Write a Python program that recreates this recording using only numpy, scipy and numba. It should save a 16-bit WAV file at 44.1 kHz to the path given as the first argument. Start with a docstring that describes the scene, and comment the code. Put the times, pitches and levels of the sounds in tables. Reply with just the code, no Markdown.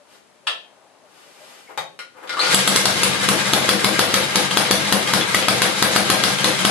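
"""In a small workshop with a faint drone and swishing clothes, a lever clicks; its struck metal rings on.
A foot lands on the kick-start pedal, gears squeak, and the ratchet clicks singly, then in a quick run.
The old single-cylinder motorcycle catches harshly and settles to an idle, often skipping cycles.
Random ticks shaken by the turning engine make the clatter; each firing is a pressure pulse, a crack and a hiss.
The bangs ring the room, and the whole level dips briefly after each one."""
import sys
import numpy as np
from scipy import signal
from scipy.fft import rfft, irfft, next_fast_len
from scipy.io import wavfile
from scipy.ndimage import uniform_filter1d
from numba import njit

SR = 44100
rng = np.random.default_rng(int(sys.argv[2]) if len(sys.argv) > 2 else 0)


def materialize(psi):
    """Save the field psi as 16-bit PCM at rate SR to the path in sys.argv[1].

    A 1-D psi becomes a single channel; in a 2-D psi each row is a channel.
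    """
    bounded = np.clip(np.atleast_2d(psi).T, -1, 1)
    quanta = np.round(bounded * 32767).astype(np.int16)
    wavfile.write(sys.argv[1], SR, quanta)


N = 295470
TIME = np.arange(N) / SR
TAIL = TIME[:SR * 3 // 4]  # time axis of short sounds and echoes, in seconds
TOP_HZ = 13000

# All levels are relative: the functions, the room and the final level control shift them further.
# swells of a faint, wavering drone: [middle t/s, half length/s, level/dB]
DRONE_SWELLS = [(.02, 0.1, -58), (.82, 0.44, -53.5), (1.44, 0.077, -52.5)]
# tone of the quiet air: [f/Hz, level/dB]
AIR_SPECTRUM = [(20, -50), (69, -30), (200, -20), (390, -17), (900, -20), (10300, -33), (13000, -46)]

# ringing modes of the workshop: [f/Hz, level/dB, t60/s]
ROOM_MODES = [(95.8, 12.5, 0.62), (117.7, 9, 0.39), (140.8, 10, 0.28), (194, 12, .19), (214.3, 8.5, 0.15),
              (316, 1, 0.26), (480.4, 5, 0.75), (498.6, 4, 0.4), (540, 8, 0.24), (622.6, 5.5, 0.68),
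              (773.5, 7.5, 0.16)]
# tone of the room's scattered echoes: [f/Hz, level/dB]
DIFFUSE_SPECTRUM = [(60, -15.5), (200, -7.5), (600, -3), (1000, -1), (13000, -1.5)]
# time in which the scattered echoes fall by 60 dB: [f/Hz, t60/s]
ROOM_T60 = [(150, 0.76), (400, 0.53), (1000, 0.25), (3000, 0.33), (10000, 0.22)]
# walls and floor throw the low notes back: [delay/s, level/dB, favoured f/Hz]
WALL_ECHOES = [(.016, -2.5, 192), (.0285, -3.5, 545), (.0365, -6, 592), (.044, -5.5, 294)]
# how much louder the left side is: [f/Hz, left minus right level/dB]
LEFT_LEAD = [(100, 7.5), (250, 9.5), (500, 6), (1000, 7), (2000, 4), (8000, 1.5)]
# how far the left side leads in phase: [f/Hz, phase/rad]
LEFT_PHASE = [(3500, 0), (6500, 5)]

# swishes of clothing as the leg lifts: [middle t/s, half length/s, level/dB]
CLOTH_SWISHES = [(.13, 0.052, -51.5), (1.19, 0.11, -52.5), (1.49, 0.19, -47)]
# tone of the cloth: [f/Hz, level/dB]
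CLOTH_SPECTRUM = [(88, -59), (150, -14), (520, -5.5), (2610, -9.5), (10800, -17), (13000, -21)]
# blows on the control lever: [t/s, level/dB, contact time/s]
LEVER_HITS = [(.4675, -15, 0.0038), (.4703, -5.5, 0.0022)]
# ringing modes of the lever: [f/Hz, level/dB, t60/s]
LEVER_MODES = [(727, 11, 0.16), (1327, 4.6, 0.092), (1750, 11, 0.15), (2120, 5.6, 0.22), (2525, 5, 0.16),
               (3170, 8, 0.25), (3910, 5, 0.2)]
# tone of the lever: [f/Hz, level/dB]
LEVER_SPECTRUM = [(100, -40), (500, -16), (1200, 0), (2300, -2), (3120, 4), (4200, -1.5), (6120, -15.5),
                  (11000, -16), (12500, -58)]
# the foot lands on the pedal: [t/s, level/dB, contact time/s]
PEDAL_HITS = [(1.775, -7, 0.0016)]
# ringing modes of the pedal: [f/Hz, level/dB, t60/s]
PEDAL_MODES = [(543, 4.5, 0.17), (860, 6, 0.22), (1104, 1, 0.48), (1460, 0, 0.22), (3740, 17, 0.038)]
# tone of the pedal: [f/Hz, level/dB]
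PEDAL_SPECTRUM = [(60, -46), (125, -16), (260, -14.5), (550, -5.5), (900, 1), (1500, -4), (2200, -4.5),
                  (3700, -15), (4600, -16.5), (13000, -26)]
# dull knocks in the frame, from the lever's stop and the loaded pedal: [t/s, level/dB, contact time/s]
FRAME_KNOCKS = [(.481, -22.5, 0.011), (1.683, -25.5, 0.026), (2.165, -30, 0.016), (2.226, -24, 0.014)]
# tone of those knocks: [f/Hz, level/dB]
FRAME_SPECTRUM = [(200, -23), (340, -2), (700, 2.5), (1200, -4), (2200, -10.5), (4500, -26)]
# ratchet teeth that click singly as the pedal takes up the slack: [t/s, level/dB]
SINGLE_TEETH = [(1.9905, -20.5), (2.274, -27), (2.2936, -15.5), (2.3255, -20), (2.37, -18)]
# ringing modes of the ratchet: [f/Hz, level/dB, t60/s]
RATCHET_MODES = [(541, 8, .4), (1430, 13.5, 0.31), (2113, 9, 0.15)]
# tone of the ratchet's teeth: [f/Hz, level/dB]
TEETH_SPECTRUM = [(150, -23), (500, 0), (850, -1), (1300, 3.5), (2800, 0.5), (4500, 3), (6000, -7),
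                  (11000, -13), (13000, -29)]
# the kick-start gears grab and squeak: [t/s, level/dB, f/Hz]
GEAR_GRABS = [(1.683, -46, 2180), (2.345, -26, 1350), (2.375, -23, 1180), (2.393, -21, 1240),
              (2.403, -17.5, 4100), (2.414, -18, 4500), (2.475, -22, 1410), (2.52, -19, 2040)]

# ringing modes of the engine's metal: [f/Hz, level/dB, t60/s]
ENGINE_MODES = [(865, 2.5, 0.02), (1615, 2, 0.058), (2086, 3.5, 0.034), (2355, -0.5, 0.13),
                (3760, -10, 0.2)]
# tone of the clatter: [f/Hz, level/dB]
CLATTER_SPECTRUM = [(60, -26), (150, 7), (500, -20.5), (800, -4.5), (1400, 0), (2600, -2), (3900, -1),
                    (5000, -5), (7000, -8), (10500, -11), (11800, -13.5), (13000, -52)]
# tone of the gear whirr: [f/Hz, level/dB]
WHIRR_SPECTRUM = [(100, -50.5), (330, -6.5), (550, -2.5), (800, -11), (1220, -3.5), (1600, -11),
                  (2500, -16), (6000, -43.5)]
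# tone of the valve's clack: [f/Hz, level/dB]
VALVE_SPECTRUM = [(700, -42), (2000, 5), (3400, 3), (4600, 2), (6500, -16), (11000, -19), (13000, -33)]
# steel fittings struck hard enough to ring on alone: [t/s, level/dB, f/Hz]
CHINKS = [(2.772, -8.5, 2130), (3.4556, -29, 2020), (3.6214, -28, 3460), (3.846, -23, 2110),
          (4.5112, -26, 3170), (5.074, -29, 3180), (5.2115, -26, 3400), (5.3455, -17, 1970),
          (6.3854, -28, 3170), (6.5906, -28, 3160)]

# firings, with the pipe resonance that each crack favours: [t/s, level/dB, f/Hz]
FIRINGS = [(2.5449, -3.5, 3400), (2.6754, -5.5, 3360), (2.76, 0.5, 5140), (2.855, -0.5, 5070),
           (3.0324, -7, 5300), (3.287, -7.5, 3700), (3.5338, -5, 3480), (3.69, -4.5, 3350),
           (3.844, -7, 3460), (3.992, -3.5, 1160), (4.14, -7, 5570), (4.3564, -8.5, 5900),
           (4.571, -6, 3400), (4.7101, -2, 1550), (4.9241, -6.5, 3350), (5.1352, -9, 1110),
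           (5.346, -8, 2015), (5.483, -7, 1360), (5.618, -8.5, 1680), (5.8244, -5, 5530), (5.961, -3, 1080),
           (6.1001, -4.5, 1143), (6.2364, -9.5, 3340), (6.4429, -9.5, 3480), (6.65, -5, 2940)]
# tone of the crack and hiss: [f/Hz, level/dB]
CRACK_SPECTRUM = [(100, -20), (400, -9), (750, -4.5), (1150, -3), (1600, -5), (2500, -6), (3450, -2),
                  (4500, -3.5), (5600, -6.5), (7200, -10.5), (10500, -9), (12000, -10), (13500, -46)]
# hollow ring of the exhaust pipe: [f/Hz, level/dB, t60/s]
PIPE_MODES = [(1053, 1.5, 0.039), (1293, 6, 0.048), (1540, -1.5, 0.022)]
# tone of the burnt gas leaving the pipe: [f/Hz, level/dB]
CHUFF_SPECTRUM = [(90, -16), (190, -1.5), (290, 1.5), (550, 0), (1500, 0.5), (4000, -8.5), (6500, -28),
                  (11000, -2.5), (13000, -43)]
# resonances of the gas that whistles out on the first firings: [f/Hz, level/dB, t60/s]
LEAK_MODES = [(7900, 17, 0.0054), (9800, 17, 0.0041)]

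# the foot's low thump: level against the pedal blow, and pitch
THUD_DB, THUD_HZ = -31, 170
# the kick: the gears start to turn, the ratchet bites, the engine catches
KICK_S, BITE_S, CATCH_S = 2.14, 2.396, 2.562
# the run of teeth after the bite
TEETH_PER_S, BITE_DB, TEETH_FADE_DB_PER_S = 56, -7, 29
# how fast clatter and whirr swell under the kick
CLATTER_RISE_DB_PER_S, WHIRR_RISE_DB_PER_S = 135, 74

# a working cycle shortens from its length at catching towards its length at idle
CATCH_CYCLE_S, IDLE_CYCLE_S, SETTLE_S = .095, .069, .9
# the harsh flare on catching holds, then dies away
FLARE_HOLD_S, FLARE_FADE_S = 0.28, 0.15
# idle levels, and what the flare adds
CLATTER_DB, TREBLE_DB, WHIRR_DB = -22, 5.5, -28.5
FLARE_CLATTER_DB, FLARE_TREBLE_DB, FLARE_WHIRR_DB, FLARE_CRACK_DB = 10.5, 3, 8, 4
# the clatter's lull at a missed firing: depth, half length, and how far ahead of it
LULL_DB, LULL_HALF_S, LULL_LEAD_S = -4, .024, .014
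# a gulp of air: level, pitch, delay after the firing, half length
GULP_DB, GULP_HZ, GULP_LAG_S, GULP_HALF_S = -15.5, 194, .054, .022

# the exhaust's body starts thinner and is full at time WARM_S
COLD_CHUFF_DB, WARM_S = -3, 3.6
# spurts of escaping gas: their spread and rate
SPUTTER_DB, SPURTS_PER_S = 4, 220
# crack of gas: level over the firing's strength, and decay
CRACK_DB, CRACK_S = 11.5, .0024
# the favoured resonance of a crack: level and sharpness
BARK_DB, BARK_Q = 0, 5
# level of a bang's direct path, and build-up time of its scattered echoes
BANG_DIRECT_DB, BANG_GAP_S = -7, .004


def undb(db):
    """Decibels to gain."""
    return 10 ** (np.asarray(db) / 20)


def unit(x):
    """Scale to an average strength (rms) of 1."""
    return x / np.sqrt(np.mean(x ** 2))


def on_log_axis(hz, points):
    """Read (Hz, value) points on a log-frequency axis."""
    f, value = np.transpose(points)
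    return np.interp(np.log(hz + 1), np.log(f), value)


def through(x, response):
    """Pass a sound through an impulse response, the answer to a single click."""
    return signal.fftconvolve(np.atleast_2d(x), np.atleast_2d(response), axes=-1)[:, :x.shape[-1]]


def shape(points, size=2048):
    """Impulse response with the given (Hz, dB) spectrum and nothing ahead of the click."""
    gain = undb(on_log_axis(np.fft.rfftfreq(size, 1 / SR), points))
    # folding the cepstrum (spectrum of the log spectrum) forward packs the energy early
    cepstrum = irfft(np.log(gain))
    cepstrum[1:size // 2] *= 2
    cepstrum[size // 2 + 1:] = 0
    return irfft(np.exp(rfft(cepstrum)))


def colour(x, points):
    """Give a white sound a spectrum and keep its power."""
    response = shape(points)
    return through(x, response / np.linalg.norm(response))


def ringing(modes, polarity=1):
    """Impulse response of fading tones (modes), each with its dB as the gain at its peak."""
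    out = 0
    for k, (hz, db, t60) in enumerate(modes):
        rate = np.log(1000) / t60
        tone = np.exp(-rate * TAIL) * np.cos(2 * np.pi * hz * TAIL)
        out = out + polarity ** k * undb(db) * 2 * rate / SR * tone
    return out


def body(force, spectrum, modes):
    """A struck metal part: a broad clack with modes ringing on."""
    return colour(force + through(force, ringing(modes)), spectrum)


def add(track, s, sound):
    """Mix a sound into a track at time s."""
    start = int(s * SR)
    track[start:start + len(sound)] += sound[:max(N - start, 0)]


def burst(decay_s, size=4096, evenness=0.21):
    """A rough contact or jet of gas: fading noise with the energy of one millisecond at full level."""
    age = TAIL[:size] / decay_s
    x = rng.standard_normal(size) * (np.exp(-age) - np.exp(-4 * age))
    # partly even out the spectrum, then cut off the late part
    for _ in range(2):
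        spectrum = rfft(x)
        evened = irfft(spectrum / (np.abs(spectrum) + 1e-12) ** min(evenness, 1))
        x = evened * np.exp(-(age / 3) ** 4)
    return x * np.sqrt(SR / 1000) / np.linalg.norm(x)


def blows(hits):
    """Force of (s, dB, contact time) blows, each a rough burst."""
    force = np.zeros(N)
    for s, db, contact_s in hits:
        add(force, s, undb(db) * burst(contact_s))
    return force


def swells(table):
    """Gain over time of smooth (middle s, half length s, dB) swells."""
    return sum(undb(db) * np.exp(-((TIME - s) / half_s) ** 2) for s, half_s, db in table)


def walk(rate):
    """Smooth random wandering with a spread near 1."""
    hold = int(SR / rate)
    steps = np.repeat(rng.standard_normal(N // hold + 1), hold)
    smooth = uniform_filter1d(uniform_filter1d(steps, hold), hold)
    return unit(smooth[:N])


def background(air_db=-56, drone_hz=600, rush_hz=680, rush_q=1.03):
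    """Quiet workshop air as shaped noise, and a faint drone that wavers and breaks up in a hollow rush."""
    # the noise shared by both sides makes them partly alike
    hiss = unit(rng.standard_normal((2, N)) + 0.5 * rng.standard_normal(N))
    air = colour(hiss, AIR_SPECTRUM)
    b, a = signal.iirpeak(rush_hz, rush_q, fs=SR)
    rush = unit(signal.lfilter(b, a, signal.lfilter(b, a, rng.standard_normal(N))))
    wavering_hz = drone_hz * (1 + .04 * walk(40))
    note = np.sin(2 * np.pi * np.cumsum(wavering_hz) / SR) * np.clip(walk(25) + .3, 0, 1.5)
    return undb(air_db) * air + unit(rush + unit(note)) * swells(DRONE_SWELLS)


def workshop(x, direct_db, diffuse_db, modes_db, first_s=0.0017, build_s=0.0042):
    """Direct sound, scattered echoes that differ on each side, and standing waves that both sides share."""
    hz = np.fft.rfftfreq(len(TAIL), 1 / SR)
    noise, tail = rfft(rng.standard_normal((2, len(TAIL)))), 0
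    # each band of the echoes fades at its own speed
    for band, (_, t60) in zip(np.eye(len(ROOM_T60)), ROOM_T60):
        weight = on_log_axis(hz, np.c_[np.array(ROOM_T60)[:, 0], band])
        tail = tail + irfft(noise * weight, len(TAIL)) * undb(-60 * TAIL / t60)
    tail = tail * (1 - np.exp(-(TAIL / first_s) ** 2))
    tail = through(tail / np.linalg.norm(tail, axis=1, keepdims=True), shape(DIFFUSE_SPECTRUM))
    standing = -ringing(ROOM_MODES, polarity=-0.98) * (1 - np.exp(-(TAIL / build_s) ** 2))
    return undb(direct_db) * x + through(x, undb(diffuse_db) * tail + undb(modes_db) * standing)


def wall_echoes(x, q=4.14):
    """Each nearby surface returns one band of low notes after a short delay."""
    response = np.zeros(len(TAIL))
    for s, db, hz in WALL_ECHOES:
        b, a = signal.iirpeak(hz, q, fs=SR)
        click = signal.unit_impulse(len(TAIL), int(s * SR))
        response += undb(db) * signal.lfilter(b, a, click)
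    return through(x, response)


def far_wall(x, wall_db=-11, delay_s=0.033, spread_s=0.022):
    """The cluttered far wall throws each crack back as a short spray."""
    response = np.zeros((2, N))
    for side in response:
        add(side, delay_s, burst(spread_s))
    return undb(wall_db) * through(x, response[:, :len(TAIL)] / np.linalg.norm(response[0]))


def two_sides(x):
    """The left side is louder, above all in the bass; in the treble the right side lags in phase."""
    sides = np.array([shape([(hz, sign * db / 2) for hz, db in LEFT_LEAD]) for sign in (1, -1)])
    left, right = through(x, sides)
    size = next_fast_len(N)
    lag_rad = on_log_axis(np.fft.rfftfreq(size, 1 / SR), LEFT_PHASE)
    return np.array([left, irfft(rfft(right, size) * np.exp(-1j * lag_rad), size)[:N]])


def ratchet_teeth(contact_s=0.00092, scatter_db=2, jitter_s=0.0021):
    """Blows of the ratchet: single clicks, then a quick, slightly uneven run from the bite to the catch."""
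    run_s = np.arange(BITE_S, CATCH_S, 1 / TEETH_PER_S)
    run = []
    for s, (late, hard) in zip(run_s, rng.standard_normal((len(run_s), 2))):
        db = BITE_DB - TEETH_FADE_DB_PER_S * (s - BITE_S) + scatter_db * hard
        run.append((s + jitter_s * late, db))
    return [(s, db, contact_s) for s, db in list(SINGLE_TEETH) + run]


def rider(lever_db=-3.0, pedal_db=-3.3):
    """Noise makes clothes swish; blows on lever, pedal, ratchet and frame set the metal sounding."""
    cloth = colour(rng.standard_normal(N), CLOTH_SPECTRUM) * swells(CLOTH_SWISHES)
    lever = body(blows(LEVER_HITS), LEVER_SPECTRUM, LEVER_MODES)
    pedal = body(blows(PEDAL_HITS), PEDAL_SPECTRUM, PEDAL_MODES)
    ratchet = body(blows(ratchet_teeth()), TEETH_SPECTRUM, RATCHET_MODES)
    frame = colour(blows(FRAME_KNOCKS), FRAME_SPECTRUM)
    return undb(lever_db) * lever + undb(pedal_db) * pedal + ratchet + frame + cloth


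def thud(decay_s=0.0046):
    """The weight of the foot gives each blow on the pedal a soft, low thump."""
    out = np.zeros(N)
    swell = TAIL / decay_s * np.exp(1 - TAIL / decay_s)
    for s, db, _ in PEDAL_HITS:
        add(out, s, undb(db + THUD_DB) * np.sin(2 * np.pi * THUD_HZ * TAIL) * swell)
    return out


def starter_gears(half_s=0.0075, scatter_hz=110, grip_s=.0007):
    """Each grab of steel on steel is a short squeak, its pitch roughened by random slipping."""
    out = np.zeros(N)
    slip_hz = scatter_hz * unit(uniform_filter1d(rng.standard_normal(N), max(int(grip_s * SR), 1)))
    for s, db, hz in GEAR_GRABS:
        squeak = np.sin(2 * np.pi * np.cumsum(hz + slip_hz) / SR)
        out += undb(db) * np.exp(-((TIME - s) / half_s) ** 2) * squeak
    return out


def cycle_count():
    """Working cycles done so far, and the times at which the exhaust valve opens on an unburnt charge."""
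    s = np.array(FIRINGS)[:, 0]
    cycle_s = IDLE_CYCLE_S + (CATCH_CYCLE_S - IDLE_CYCLE_S) * np.exp(-(s[:-1] - s[0]) / SETTLE_S)
    # a whole number of cycles fits between two firings
    steps = np.maximum(np.rint(np.diff(s) / cycle_s), 1)
    fired = np.r_[0, np.cumsum(steps)]
    # three cycles lead up to the first firing, two follow the last
    knots_s = np.r_[s[0] - .6, s, s[-1] + 2 * IDLE_CYCLE_S]
    knots = np.r_[-3, fired, fired[-1] + 2]
    missed = np.setdiff1d(np.arange(fired[-1]), fired)
    return np.interp(TIME, knots_s, knots), np.interp(missed, knots, knots_s)


def flare(s):
    """Harshness of the start: 1 until just after the engine catches, then fading to 0."""
    return np.exp(-np.maximum(s - CATCH_S - FLARE_HOLD_S, 0) / FLARE_FADE_S)


def turning():
    """Levels in dB of clatter, its treble boost and whirr: a swell under the kick, a flare, then idle."""
    early_s, harsh = np.maximum(CATCH_S - TIME, 0), flare(TIME)
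    clatter_db = CLATTER_DB + FLARE_CLATTER_DB * harsh - CLATTER_RISE_DB_PER_S * early_s
    whirr_db = WHIRR_DB + FLARE_WHIRR_DB * harsh - WHIRR_RISE_DB_PER_S * early_s
    return clatter_db, TREBLE_DB + FLARE_TREBLE_DB * harsh, whirr_db


def strokes(cycle, scatter_db=4.5):
    """Each turn of the crank, half a working cycle, shakes a part with a random strength."""
    turn = np.floor(2 * (cycle - cycle[0])).astype(int)
    return undb(scatter_db * np.clip(rng.standard_normal(turn[-1] + 1), -2, 1))[turn]


def coasting(missed_s):
    """Gain of the clatter: it slackens around each cycle that fails to fire."""
    lull = sum(np.exp(-((TIME - s + LULL_LEAD_S) / LULL_HALF_S) ** 2) * (1 - flare(s)) for s in missed_s)
    return undb(LULL_DB * lull)


def tappets(cycle, ping_db=-25, scatter_db=3, phase=0.32, centre_hz=2600, spread=0.47):
    """Rockers and loose fittings ping four times a working cycle, each time at a random pitch."""
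    times = TIME[1:][np.diff(np.floor(2 * 2 * (cycle - phase))) > 0]
    times = times[times > BITE_S]
    decay_s = .0016
    age = TAIL[:SR // 10]
    out = np.zeros(N)
    for s, (late, hard, pitch) in zip(times, rng.standard_normal((len(times), 3))):
        hz = centre_hz * np.exp(spread * np.clip(pitch, -2, 2))
        ping = np.sin(2 * np.pi * hz * age) * np.exp(-age / decay_s)
        add(out, s + 0.0043 * late, undb(ping_db + scatter_db * min(hard, 1.5)) * ping)
    return out


def mechanism(cycle, grains_per_s=600, scatter_db=3, valve_db=2, valve_phase=0.18, crank_db=2, crank_phase=0.41):
    """Gears and chain tick densely into the metal, hardest where the valves and piston turn round."""
    clatter_db, treble_db, whirr_db = turning()
    strength = undb(scatter_db * np.minimum(rng.standard_normal(N), 2))
    ticks = (rng.random(N) < grains_per_s / SR) * rng.choice([-1, 1], N) * strength
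    valve_load_db = valve_db * np.cos(2 * np.pi * (cycle - valve_phase))
    crank_load_db = crank_db * np.cos(2 * 2 * np.pi * (cycle - crank_phase))
    load = undb(valve_load_db + crank_load_db)
    rattle = unit(ticks) + 0.16 * rng.standard_normal(N)
    force = unit(load * strokes(cycle) * rattle) * undb(clatter_db - 5.0)
    clatter = body(force + tappets(cycle), CLATTER_SPECTRUM, ENGINE_MODES)
    treble = signal.sosfilt(signal.butter(1, 4000, "high", fs=SR, output="sos"), clatter)
    whirr = colour(unit(load * rng.standard_normal(N)), WHIRR_SPECTRUM) * undb(whirr_db) * (TIME > KICK_S)
    return clatter + (undb(treble_db) - 1) * treble + whirr


def valve(cycle, clack_db=-16, scatter_db=4, phase=.14, contact_s=0.0027):
    """The valve drops on its seat once a working cycle, with a random force."""
    times = TIME[1:][np.diff(np.floor(cycle - phase)) > 0]
    times = times[times > CATCH_S]
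    strengths = clack_db + scatter_db * np.minimum(rng.standard_normal(len(times)), 1.5)
    return colour(blows([(s, db, contact_s) for s, db in zip(times, strengths)]), VALVE_SPECTRUM)


def fittings(pair_db=-6, tick_db=5):
    """A struck fitting ticks and rings briefly with a close pair of modes."""
    out = np.zeros(N)
    t60, pair_ratio = .09, 1.04
    for s, db, hz in CHINKS:
        turn = 2 * np.pi * hz * TAIL
        pair = np.sin(turn) + undb(pair_db) * np.sin(pair_ratio * turn)
        add(out, s, undb(db - 60 * TAIL / t60) * pair)
        add(out, s, undb(db + tick_db) * colour(burst(0.0025), CLATTER_SPECTRUM)[0])
    return out


def engine_metal(cycle, missed_s, count=3):
    """Clatter comes from several places on the machine, and each reaches the walls by its own paths."""
    drive = coasting(missed_s)
    places = [drive * mechanism(cycle) / np.sqrt(count) for _ in range(count)]
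    places.append(valve(cycle))
    clatter = sum(workshop(x, direct_db=-7, diffuse_db=1, modes_db=-0.5) for x in places)
    return clatter + workshop(fittings(), direct_db=7.0, diffuse_db=3, modes_db=-20)


def intake():
    """While it flares, the engine gulps air with one low throb after each firing."""
    out = np.zeros(N)
    gulp = np.sin(2 * np.pi * GULP_HZ * TAIL) * np.exp(-((TAIL - GULP_LAG_S) / GULP_HALF_S) ** 2)
    for s, _, _ in FIRINGS:
        add(out, s, undb(GULP_DB) * np.sqrt(flare(s)) * gulp)
    return out


def sputter():
    """Gas that escapes in ragged spurts: noise with a randomly wandering level."""
    return unit(rng.standard_normal(N) * undb(SPUTTER_DB * np.clip(walk(SPURTS_PER_S), -2, 1)))


def leak(leak_db=0, decay_s=0.011, seal_s=0.42):
    """A thin whistling hiss spits out at the firings, weaker each time as the engine seals."""
    flow = np.zeros(N)
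    for s, _, _ in FIRINGS:
        add(flow, s, undb(leak_db) * np.exp(-(s - CATCH_S) / seal_s - TAIL / decay_s))
    return through(flow * sputter(), ringing(LEAK_MODES))


def warmth(s):
    """Gain of the exhaust's body: thin on catching, full once the engine has warmed."""
    return undb(COLD_CHUFF_DB * np.clip((WARM_S - s) / (WARM_S - CATCH_S), 0, 1))


def chuff(chuff_db=-9, stroke_s=0.059):
    """After each bang the rising piston pushes the burnt gas out of the pipe in ragged gusts."""
    flow = np.zeros(N)
    stroke = np.sqrt(np.abs(np.sin(np.pi * np.minimum(TAIL / stroke_s, 1))))
    for s, db, _ in FIRINGS:
        add(flow, s, undb(db + chuff_db) * warmth(s) * stroke)
    return colour(flow * sputter(), CHUFF_SPECTRUM)


def bark(x, hz):
    """Every crack of gas favours one resonance of the pipe, heard straight from its mouth."""
    b, a = signal.iirpeak(hz, BARK_Q, fs=SR)
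    return undb(BARK_DB) * signal.lfilter(b, a, x)


def exhaust(missed_s, width_s=0.00052, pulse_db=4, crack_lag_s=0.0005, hiss_db=2, hiss_s=0.033, miss_db=-24):
    """Each firing is a pressure pulse followed by a crack of gas and a hiss; missed cycles only puff."""
    pulses, cracks, barks, hiss = np.zeros((4, N))
    lead_s = .004  # the pulse starts this early
    u = (TAIL - lead_s) / width_s + 1.12
    pulse = u * np.exp(-u ** 2 / 2)  # one swing of pressure
    pipe = ringing(PIPE_MODES)
    for s, db, hz in FIRINGS:
        crack = undb(db + CRACK_DB + FLARE_CRACK_DB * flare(s)) * burst(CRACK_S)
        add(pulses, s - lead_s, undb(db + pulse_db) * pulse)
        add(cracks, s + crack_lag_s, crack)
        add(barks, s + crack_lag_s, bark(crack, hz) + warmth(s) * through(crack, pipe)[0])
        add(hiss, s + crack_lag_s, undb(db + hiss_db) * burst(hiss_s))
    for s in missed_s:
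        puff_db = miss_db + pulse_db + 2 * rng.standard_normal()
        add(pulses, s - lead_s, undb(puff_db) * pulse)
    return pulses + colour(hiss, CRACK_SPECTRUM), colour(cracks, CRACK_SPECTRUM), colour(barks, CRACK_SPECTRUM)


def scene():
    """Background, kick, engine and exhaust sound together in the workshop, spread over two sides."""
    cycle, missed_s = cycle_count()
    kick = workshop(rider() + thud(), direct_db=-7.5, diffuse_db=2.5, modes_db=-18)
    kick = kick + workshop(starter_gears(), direct_db=2, diffuse_db=0.5, modes_db=-20)
    engine = intake() + engine_metal(cycle, missed_s)
    pops, cracks, barks = exhaust(missed_s)
    gas = chuff() + leak()
    bangs = sum(workshop(x, direct_db=BANG_DIRECT_DB, diffuse_db=-4.0, modes_db=-3,
                         first_s=BANG_GAP_S, build_s=0.0063) for x in (pops, gas))
    snaps = workshop(cracks, direct_db=BANG_DIRECT_DB, diffuse_db=-2.0, modes_db=0, first_s=BANG_GAP_S)
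    snaps = snaps + undb(BANG_DIRECT_DB) * barks + far_wall(cracks)
    echoes = wall_echoes(pops + cracks + gas)
    return two_sides(background() + kick + engine + bangs + snaps + echoes)


@njit
def follow(size, attack, release):
    """Level detector that rises fast and falls more slowly."""
    out, e = np.empty(len(size)), 0.
    for i in range(len(size)):
        e += (size[i] - e) * (attack if size[i] > e else release)
        out[i] = e
    return out


def record(dry, top_db=-8.5, attack_s=0.0023, release_s=0.063, low_cut_hz=80):
    """Loud sound turns the level down briefly; peaks are rounded, the deep bass and the top are cut."""
    level = follow(np.abs(dry).max(axis=0), 1 / (attack_s * SR), 1 / (release_s * SR))
    ducked = dry / np.maximum(level / undb(top_db), 1)
    ceiling = .9
    x = ceiling * np.tanh(ducked / ceiling)
    x = signal.sosfilt(signal.butter(2, low_cut_hz, "high", fs=SR, output="sos"), x)
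    return signal.sosfilt(signal.ellip(8, .2, 70, TOP_HZ, fs=SR, output="sos"), x)


dry = scene()
out = record(dry)
materialize(out)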